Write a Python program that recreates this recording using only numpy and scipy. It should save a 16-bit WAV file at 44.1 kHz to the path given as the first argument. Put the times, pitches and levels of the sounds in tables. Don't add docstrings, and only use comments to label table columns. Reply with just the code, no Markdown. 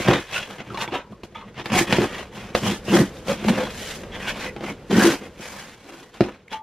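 import sys
import numpy as np
from scipy import signal
from scipy.fft import rfft, irfft
from scipy.io import wavfile
from scipy.ndimage import uniform_filter1d

SR = 44100
rng = np.random.default_rng(int(sys.argv[2]) if len(sys.argv) > 2 else 0)


def log_audio(samples):
    frames = np.atleast_2d(samples).T
    limited = np.clip(frames, -1, 1)
    pcm = np.round(limited * 32767).astype(np.int16)
    wavfile.write(sys.argv[1], SR, pcm)


N = 291942

# (peak time [s], rise [s], fall [s], scrape [dB], tape hiss [dB], main panel [dB], upper panels [dB])
BLADE_STROKES = [(-0.008, 0.398, 0.3, -27.5, -39.5, -54, -57), (0.097, 0.05, 0.12, -22, -43, -23.5, -16),
                 (0.356, 0.075, 0.13, -28, -42, -46, -50), (0.501, 0.043, 0.12, -42, -52, -45, -37),
                 (0.608, 0.036, 0.028, -37.5, -61, -45, -38.5), (0.706, 0.017, 0.021, -51, -69, -44, -46),
                 (0.782, 0.21, 0.25, -44, -57, -45, -41.5), (0.824, 0.049, 0.035, -27.5, -41, -43, -53),
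                 (0.937, 0.027, 0.082, -29.5, -61, -52, -30.5), (1.129, 0.039, 0.015, -62, -66, -35, -43),
                 (1.235, 0.0037, 0.032, -48, -52, -37, -45), (1.351, 0.0055, 0.11, -41, -63, -47, -59),
                 (1.488, 0.056, 0.018, -52, -72, -37, -60), (1.607, 0.062, 0.023, -36, -56, -35.5, -34),
                 (1.674, 0.042, 0.46, -40, -53, -49, -39), (1.722, 0.003, 0.08, -25, -33, -17, -27.5),
                 (1.703, 0.0044, 0.036, -31, -57, -24.5, -35),
                 (1.788, 0.055, 0.058, -19.5, -26.5, -22.5, -26),
                 (1.936, 0.076, 0.1, -24.5, -36.5, -26.5, -28), (2.03, 0.049, 0.055, -27, -37, -28.5, -21),
                 (2.163, 0.2, 0.12, -35.5, -50, -43, -38.5), (2.365, 0.05, 0.23, -38.5, -51.5, -41, -48.5),
                 (2.55, 0.0053, 0.083, -32.5, -37, -33, -26), (2.67, 0.075, 0.12, -29, -36, -21, -24),
                 (2.941, 0.044, 0.018, -46, -51, -36, -10), (2.855, 0.02, 0.026, -49, -50, -39, -54),
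                 (2.961, 0.1, 0.12, -26.5, -33.5, -15, -21), (3.011, 0.028, 0.029, -31.5, -37, -12.5, -29),
                 (3.17, 0.13, 0.088, -50, -54.5, -64, -48), (3.302, 0.045, 0.071, -29, -38, -21, -28.5),
                 (3.495, 0.043, 0.03, -30, -36, -10, -21), (3.568, 0.25, 0.18, -30, -44, -29.5, -31.5),
                 (3.755, 0.052, 0.021, -58, -55, -36.5, -53), (3.87, 0.21, 0.16, -33.5, -39, -56, -93),
                 (4.166, 0.063, 0.021, -35, -53.5, -60, -52), (4.222, 0.069, 0.11, -33.5, -48, -41.5, -48),
                 (4.296, 0.028, 0.031, -23.5, -38, -60.0, -61), (4.347, 0.047, 0.066, -56, -64, -40, -39),
                 (4.454, 0.2, 0.051, -34, -46, -43, -42), (4.681, 0.083, 0.074, -34.5, -48, -30.5, -31),
                 (4.912, 0.017, 0.11, -29, -43.5, -26, -23.5), (4.972, 0.056, 0.036, -30, -54, -12, -36),
                 (5.03, 0.11, 0.13, -24.5, -30.5, -18, -18), (5.063, 0.12, 0.12, -25.5, -32, -44, -23),
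                 (5.237, 0.046, 0.075, -42.5, -54.5, -40.5, -35.5),
                 (5.432, 0.042, 0.22, -38.5, -44.5, -60, -76),
                 (5.577, 0.26, 0.25, -42.5, -50.5, -50.5, -51.5), (5.921, 0.14, 0.23, -46, -55, -67, -45),
                 (6.153, 0.026, 0.062, -45, -57.5, -54, -58), (6.228, 0.037, 0.16, -40.5, -58.5, -40, -33),
                 (6.528, 0.027, 0.061, -35.5, -50.5, -60, -42)]
# (frequency [Hz], bandwidth [Hz], gain [dB])
BOARD_MODES = [(514, 78, -0.5), (702, 51, -1.5), (772.7, 16, 4.5), (880, 79, -1), (1020, 113, -0.5),
               (1313, 320, -6)]
PANEL_MODES = [(61, 10, -14.5), (114.2, 22.5, 0), (206.3, 48, 6.5), (264.3, 51, 0), (349.2, 53, 8),
               (442, 99, -3.5)]
# (time [s], level re main panel [dB])
DEEP_PANEL_LEVELS = [(0, 4), (1.2, -1.5), (1.75, -9), (1.95, -4), (2.7, -3), (3, -15), (4, -19),
                     (6.62, -26)]
# (frequency [Hz], relative spectral density [dB])
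SCRAPE_SPECTRUM = [(650, -3.5), (1100, -13.5), (1360, -11.5), (1480, -4), (1990, -3.5), (3300, -6.5),
                   (4840, -23.5), (5500, -14.5), (7150, -25.5), (12100, -120)]
HISS_SPECTRUM = [(2350, -25.5), (4000, -0.5), (4840, 2.5), (6470, -0.5), (8550, -6), (12800, -9.5),
                 (14000, -18), (16000, -43)]
ROOM_TONE_SPECTRUM = [(15, -65), (25, 6.5), (145, 5), (200, 7.5), (263, 0.5), (489, 4.5), (677, -6),
                      (2840, -16.5), (6380, -27.5), (9840, -37.5), (12500, -37), (16000, -78)]
CRACK_SPECTRUM = [(290, -13.5), (500, -4.5), (1260, -11), (1740, -8.5), (4340, -19), (7530, -37),
                  (12700, -43.5), (14900, -46), (16000, -76)]
# (frequency [Hz], left-right difference re sum [dB])
SIDE_SPECTRUM = [(60, -31), (130, -44), (290, -19), (640, -18.5), (1410, -18), (3100, -11.5), (6820, 1.5),
                 (15000, 7.5)]
# (time [s], crack peak [dB], thud re crack [dB])
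BLADE_CATCHES = [(0.001, -34.5, 19.5), (0.0843, -7, 0.5), (0.605, -32.5, -1), (0.703, -42, -9),
                 (0.7445, -25, -7), (0.7736, -17.5, -22), (0.8773, -26, -4), (0.923, -27, -7),
                 (0.955, -22.5, -15), (1.1012, -55, 0), (1.1227, -45, 15), (1.2341, -26.5, -6.5),
                 (1.3238, -47.5, 8), (1.3497, -45, -22), (1.543, -40, -3), (1.598, -27, -3),
                 (1.6576, -14, -12), (1.7005, -33, -14), (1.718, -16, -24), (1.8982, -20, -9),
                 (1.9257, -1.5, -18), (1.985, -18, 9.5), (2.0172, -14, -18), (2.129, -25, -15),
                 (2.503, -33.5, -4), (2.5502, -5.5, -12), (2.638, -25, 0), (2.8819, -35.5, 16),
                 (3.165, -40, -13), (3.283, -16, -15), (3.4482, -22.5, 4), (3.4843, -10, -30),
                 (4.035, -27, -9), (4.299, -22, -19), (4.455, -22.5, -20), (4.5634, -26, 1.5),
                 (4.6081, -27.5, 0), (4.637, -41, 20), (4.9085, -20, -3), (5.241, -49, 3),
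                 (5.3969, -40.5, 11), (6.2068, -12, 9), (6.5166, -29, -17)]
# (onset [s], duration [s], frequency [Hz], level [dB])
STROKE_SQUEAKS = [(0.325, 0.097, 736, -48), (0.335, 0.078, 1460, -29), (0.315, 0.096, 2630, -27),
                  (0.927, 0.038, 726, -24), (0.938, 0.062, 2760, -36), (1.716, 0.1, 740, -26),
                  (1.72, 0.11, 2200, -26), (2.617, 0.11, 3060, -29), (2.855, 0.092, 2750, -30),
                  (2.913, 0.14, 545, -22.5), (3.265, 0.084, 544, -22.5), (3.511, 0.2, 524, -26),
                  (4.11, 0.1, 505, -42), (4.19, 0.047, 1950, -36), (4.255, 0.044, 2750, -31.5),
                  (4.267, 0.037, 1580, -27.5), (4.382, 0.15, 1990, -35), (4.446, 0.061, 508, -33.5),
                  (4.671, 0.05, 2250, -31.5), (2.916, 0.094, 364, -20.5), (5.024, 0.076, 338.4, -10),
                  (4.892, 0.29, 1513, -25), (4.925, 0.085, 1790, -29), (4.981, 0.062, 1635, -20.5),
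                  (6.478, 0.0086, 2150, -39)]
# (frequency [Hz], level [dB], time to decay by 60 dB [s])
STEEL_MODES = [(883, 7.5, 0.5), (1190, -2, 0.34), (1635, -19, 0.057), (1680, -27, 0.15), (2250, 4, 0.12),
               (2770, -1, 0.11), (3350, -2.5, 0.16)]
# (time [s], level [dB], ring time re free blade [ratio], pitch re free blade [ratio], overtones [dB])
STEEL_TAPS = [(.703, -38, 0.15, 1.48, -15), (.745, -33, 0.43, 1.24, -3), (.775, -31.5, 0.67, 1.04, -1),
              (.803, -42, 0.61, 1.3, 17.5), (0.841, -37, 0.21, 1.2, -7), (.877, -32, 0.18, 1.01, 7),
              (0.951, -32.5, 0.64, 1.1, 9), (1.123, -42, 0.18, 1.24, -8), (1.352, -37.5, 0.59, 1.025, 6.5),
              (1.353, -47, 0.72, 1.42, -10), (1.412, -37.5, 0.38, 1.26, -6),
              (4.565, -37.5, 0.77, 0.92, -4.5), (6.531, -31, 0.87, 0.995, -2)]

TEAR_DROP_DB, TEAR_EXPONENT = 18.5, 1.9
BOOM_DROP_DB, BOOM_EXPONENT = 34, 2.8
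RASP_SCRAPE_SHARE, RASP_OFFSET_DB = 0.81, -0.76
JUDDER_DB, SMOOTH_HISS_GAIN = 2.0, 1.3
ROOM_TONE_DB, REVERB_DB, REVERB_T60_S = -45.5, -11, 0.09
CRACK_T60_S, THUD_FADE_SHARE = 0.012, 0.13
TAP_CONTACT_S, CHATTER_DEPTH, CHATTER_HZ = 0.0011, 1.2, 90
CUTOFF_HZ = 16300


def from_db(db):
    return 10 ** (np.asarray(db) / 20)


def unit_rms(x):
    return x / np.sqrt(np.mean(x ** 2) + 1e-20)


def colour(x, spectrum):
    size = 4096
    hz = np.maximum(np.arange(size // 2 + 1) * SR / size, 1)
    point_hz, point_db = np.maximum(np.array(spectrum, float), [1, -90]).T
    cepstrum = irfft(np.interp(np.log(hz), np.log(point_hz), point_db) * np.log(10) / 20)
    cepstrum[1:size // 2] *= 2
    cepstrum[size // 2 + 1:] = 0
    return signal.fftconvolve(x, irfft(np.exp(rfft(cepstrum))))[:N]


def resonate(x, modes):
    out = 0
    for k, (hz, width_hz, db) in enumerate(modes):
        r = np.exp(-np.pi * width_hz / SR)
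        poles = [1, -2 * r * np.cos(2 * np.pi * hz / SR), r * r]
        response = (1 - r * r) / 2 * signal.lfilter([1, 0, -1], poles, x + 1e-18)
        out = out + (-1) ** k * from_db(db) * response
    return out


def soften(x, hz):
    return signal.sosfilt(signal.butter(2, hz, fs=SR, output="sos"), x)


def steady(x, amount):
    envelope = np.sqrt(uniform_filter1d(x ** 2, size=900) + 0.0011 * np.mean(x ** 2))
    return unit_rms(x / envelope ** amount)


def drift(hz):
    r = np.exp(-2 * np.pi * hz / SR)
    return unit_rms(signal.lfilter([1], [1, -2 * r, r * r], rng.standard_normal(N + SR))[SR:])


def fibre_snaps(per_s, spread_db, clump_db):
    sizes = from_db(spread_db * np.minimum(rng.exponential(1, N), 5)) * rng.choice([-1, 1], N)
    snapped = rng.random(N) < per_s / SR
    return unit_rms(sizes * snapped * from_db(clump_db * drift(25)))


def stroke_levels():
    power, t = np.zeros((4, N)), np.arange(N) / SR
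    for s, rise, fall, *peaks_db in BLADE_STROKES:
        near = slice(max(round((s - 2 * rise) * SR), 0), max(round((s + 2 * fall) * SR), 0))
        away = np.where(t[near] < s, (s - t[near]) / rise, (t[near] - s) / fall)
        tear_drop = TEAR_DROP_DB * away ** TEAR_EXPONENT
        boom_drop = BOOM_DROP_DB * away ** BOOM_EXPONENT
        levels_db = np.array(peaks_db)[:, None] - [tear_drop, tear_drop, boom_drop, boom_drop]
        power[:, near] += from_db(2 * levels_db)
    return 10 * np.log10(power + 1e-9)


def tearing(scrape_db, hiss_db, upper_db):
    coarse = fibre_snaps(1200, spread_db=1.5, clump_db=-1.0)
    fine = fibre_snaps(5000, spread_db=0.5, clump_db=-0.5)
    rasp = unit_rms(soften(resonate(coarse, BOARD_MODES), hz=1800))
    rasp_db = RASP_OFFSET_DB + RASP_SCRAPE_SHARE * scrape_db + (1 - RASP_SCRAPE_SHARE) * upper_db
    flaps = sum(from_db(4.2 * drift(5.6)) * resonate(fine, [(hz, hz / 26, 0)])
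                for hz in np.geomspace(1200, 4800, 16))
    crackle = fibre_snaps(350, spread_db=2.5, clump_db=2.5)
    scrape = unit_rms(colour(fine + 0.9 * unit_rms(flaps) + 0.49 * crackle, SCRAPE_SPECTRUM))
    hiss = unit_rms(colour(fine + SMOOTH_HISS_GAIN * rng.standard_normal(N), HISS_SPECTRUM))
    judder = from_db(JUDDER_DB * drift(73))
    return judder * (from_db(scrape_db) * scrape + from_db(rasp_db) * rasp + from_db(hiss_db) * hiss)


def deep_panel_db():
    return np.interp(np.arange(N) / SR, *np.transpose(DEEP_PANEL_LEVELS))


def panel_boom(boom_db, upper_db):
    slips = soften(fibre_snaps(1500, spread_db=2.5, clump_db=4.5), hz=940)
    deep = unit_rms(resonate(slips, PANEL_MODES[:2]))
    main = resonate(slips, PANEL_MODES[2:3])
    main = steady(resonate(main, [(PANEL_MODES[2][0], 45, 0)]), amount=0.56)
    hollow = steady(resonate(slips, PANEL_MODES[4:5]), amount=0.77)
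    upper = unit_rms(steady(resonate(slips, PANEL_MODES[3:]), amount=0.34) + 0.56 * hollow)
    lower = main + from_db(deep_panel_db()) * deep
    return from_db(boom_db) * lower + from_db(upper_db) * upper


def room_tone():
    gain = from_db(ROOM_TONE_DB + 5.6 * drift(0.16))
    return gain * unit_rms(colour(rng.standard_normal(N), ROOM_TONE_SPECTRUM))


def reflections(x, t60):
    t = np.arange(round(t60 * SR)) / SR
    tail = rng.standard_normal(len(t)) * from_db(-60 * t / t60)
    return signal.fftconvolve(x, tail / np.sqrt(np.sum(tail ** 2)))[:N]


def catch_cracks():
    bursts, t = np.zeros(N), np.arange(SR // 4) / SR
    decay = from_db(-60 * t / CRACK_T60_S)
    decay = decay + 0.5 * from_db(-60 * t / 0.057) + 0.15 * from_db(-60 * t / 0.13)
    for s, peak_db, _ in BLADE_CATCHES:
        i = round(s * SR)
        crack = (rng.standard_normal(len(t)) * decay + 0.44 * (t == 0))[:N - i]
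        bursts[i:i + len(crack)] += from_db(peak_db) * crack / 2
    filter_gain = np.sqrt(np.sum(colour(signal.unit_impulse(N), CRACK_SPECTRUM) ** 2))
    return colour(bursts, CRACK_SPECTRUM) / filter_gain


def catch_thuds():
    s, peak_db, thud_db = np.transpose(BLADE_CATCHES)
    at = np.round(s * SR).astype(int)
    modes = PANEL_MODES + BOARD_MODES[:2]
    scatter_db = rng.normal(0, 2, (len(s), len(modes)))
    fade_db = THUD_FADE_SHARE * deep_panel_db()[at]
    thuds = 0
    for k, mode in enumerate(modes):
        push = np.zeros(N)
        level_db = peak_db + thud_db + scatter_db[:, k] + fade_db * (k < 2)
        push[at] = from_db(level_db) * SR / (4 * np.pi * mode[1])
        thuds = thuds + (-1) ** k * resonate(push, [mode])
    return soften(thuds, hz=1220)


def squeaks():
    out, noise = np.zeros(N), rng.standard_normal(N)
    for s, duration, hz, level_db in STROKE_SQUEAKS:
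        i, span = round(s * SR), round(duration * SR)
        tone = steady(resonate(noise, [(hz, hz / 20, 0)]), amount=0.17)[i:i + span]
        out[i:i + span] += from_db(level_db) * np.hanning(span) * tone
    return out


def blade_ring():
    out, t = np.zeros(N + SR), np.arange(SR // 2) / SR
    chatter = drift(CHATTER_HZ)
    for s, tap_db, ring_share, pitch, overtone_db in STEEL_TAPS:
        i = round(s * SR)
        grip = np.clip(CHATTER_DEPTH * (1 - ring_share), 0, 1)
        for k, (hz, mode_db, t60) in enumerate(STEEL_MODES):
            level_db = tap_db + mode_db + overtone_db * (k > 0) + 1.2 * rng.standard_normal()
            envelope = (1 - np.exp(-t / TAP_CONTACT_S)) * from_db(level_db - 60 * t / (ring_share * t60))
            own_chatter = np.roll(chatter, -i - k * len(t))[:len(t)]
            roughness = 1 - grip + grip * own_chatter
            out[i:i + len(t)] += roughness * envelope * np.sin(2 * np.pi * hz * pitch * t)
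    return out[:N]


def microphone_pair(mid):
    shifting = sum(drift(31) * reflections(mid, t60=0.066) for _ in range(4)) / 2
    side = colour(shifting, SIDE_SPECTRUM)
    return np.array([mid + side, mid - side])


def scene():
    scrape_db, hiss_db, boom_db, upper_db = stroke_levels()
    direct = tearing(scrape_db, hiss_db, upper_db) + panel_boom(boom_db, upper_db)
    direct += catch_cracks() + catch_thuds() + squeaks() + blade_ring()
    reverb = np.roll(reflections(direct, REVERB_T60_S), 300)
    return microphone_pair(direct + from_db(REVERB_DB) * reverb + room_tone())


def record(dry):
    rounded = 1.162 * np.tanh(dry / 1.432)
    return signal.sosfilt(signal.cheby2(12, 70, CUTOFF_HZ, fs=SR, output="sos"), rounded)


dry = scene()
out = record(dry)
log_audio(out)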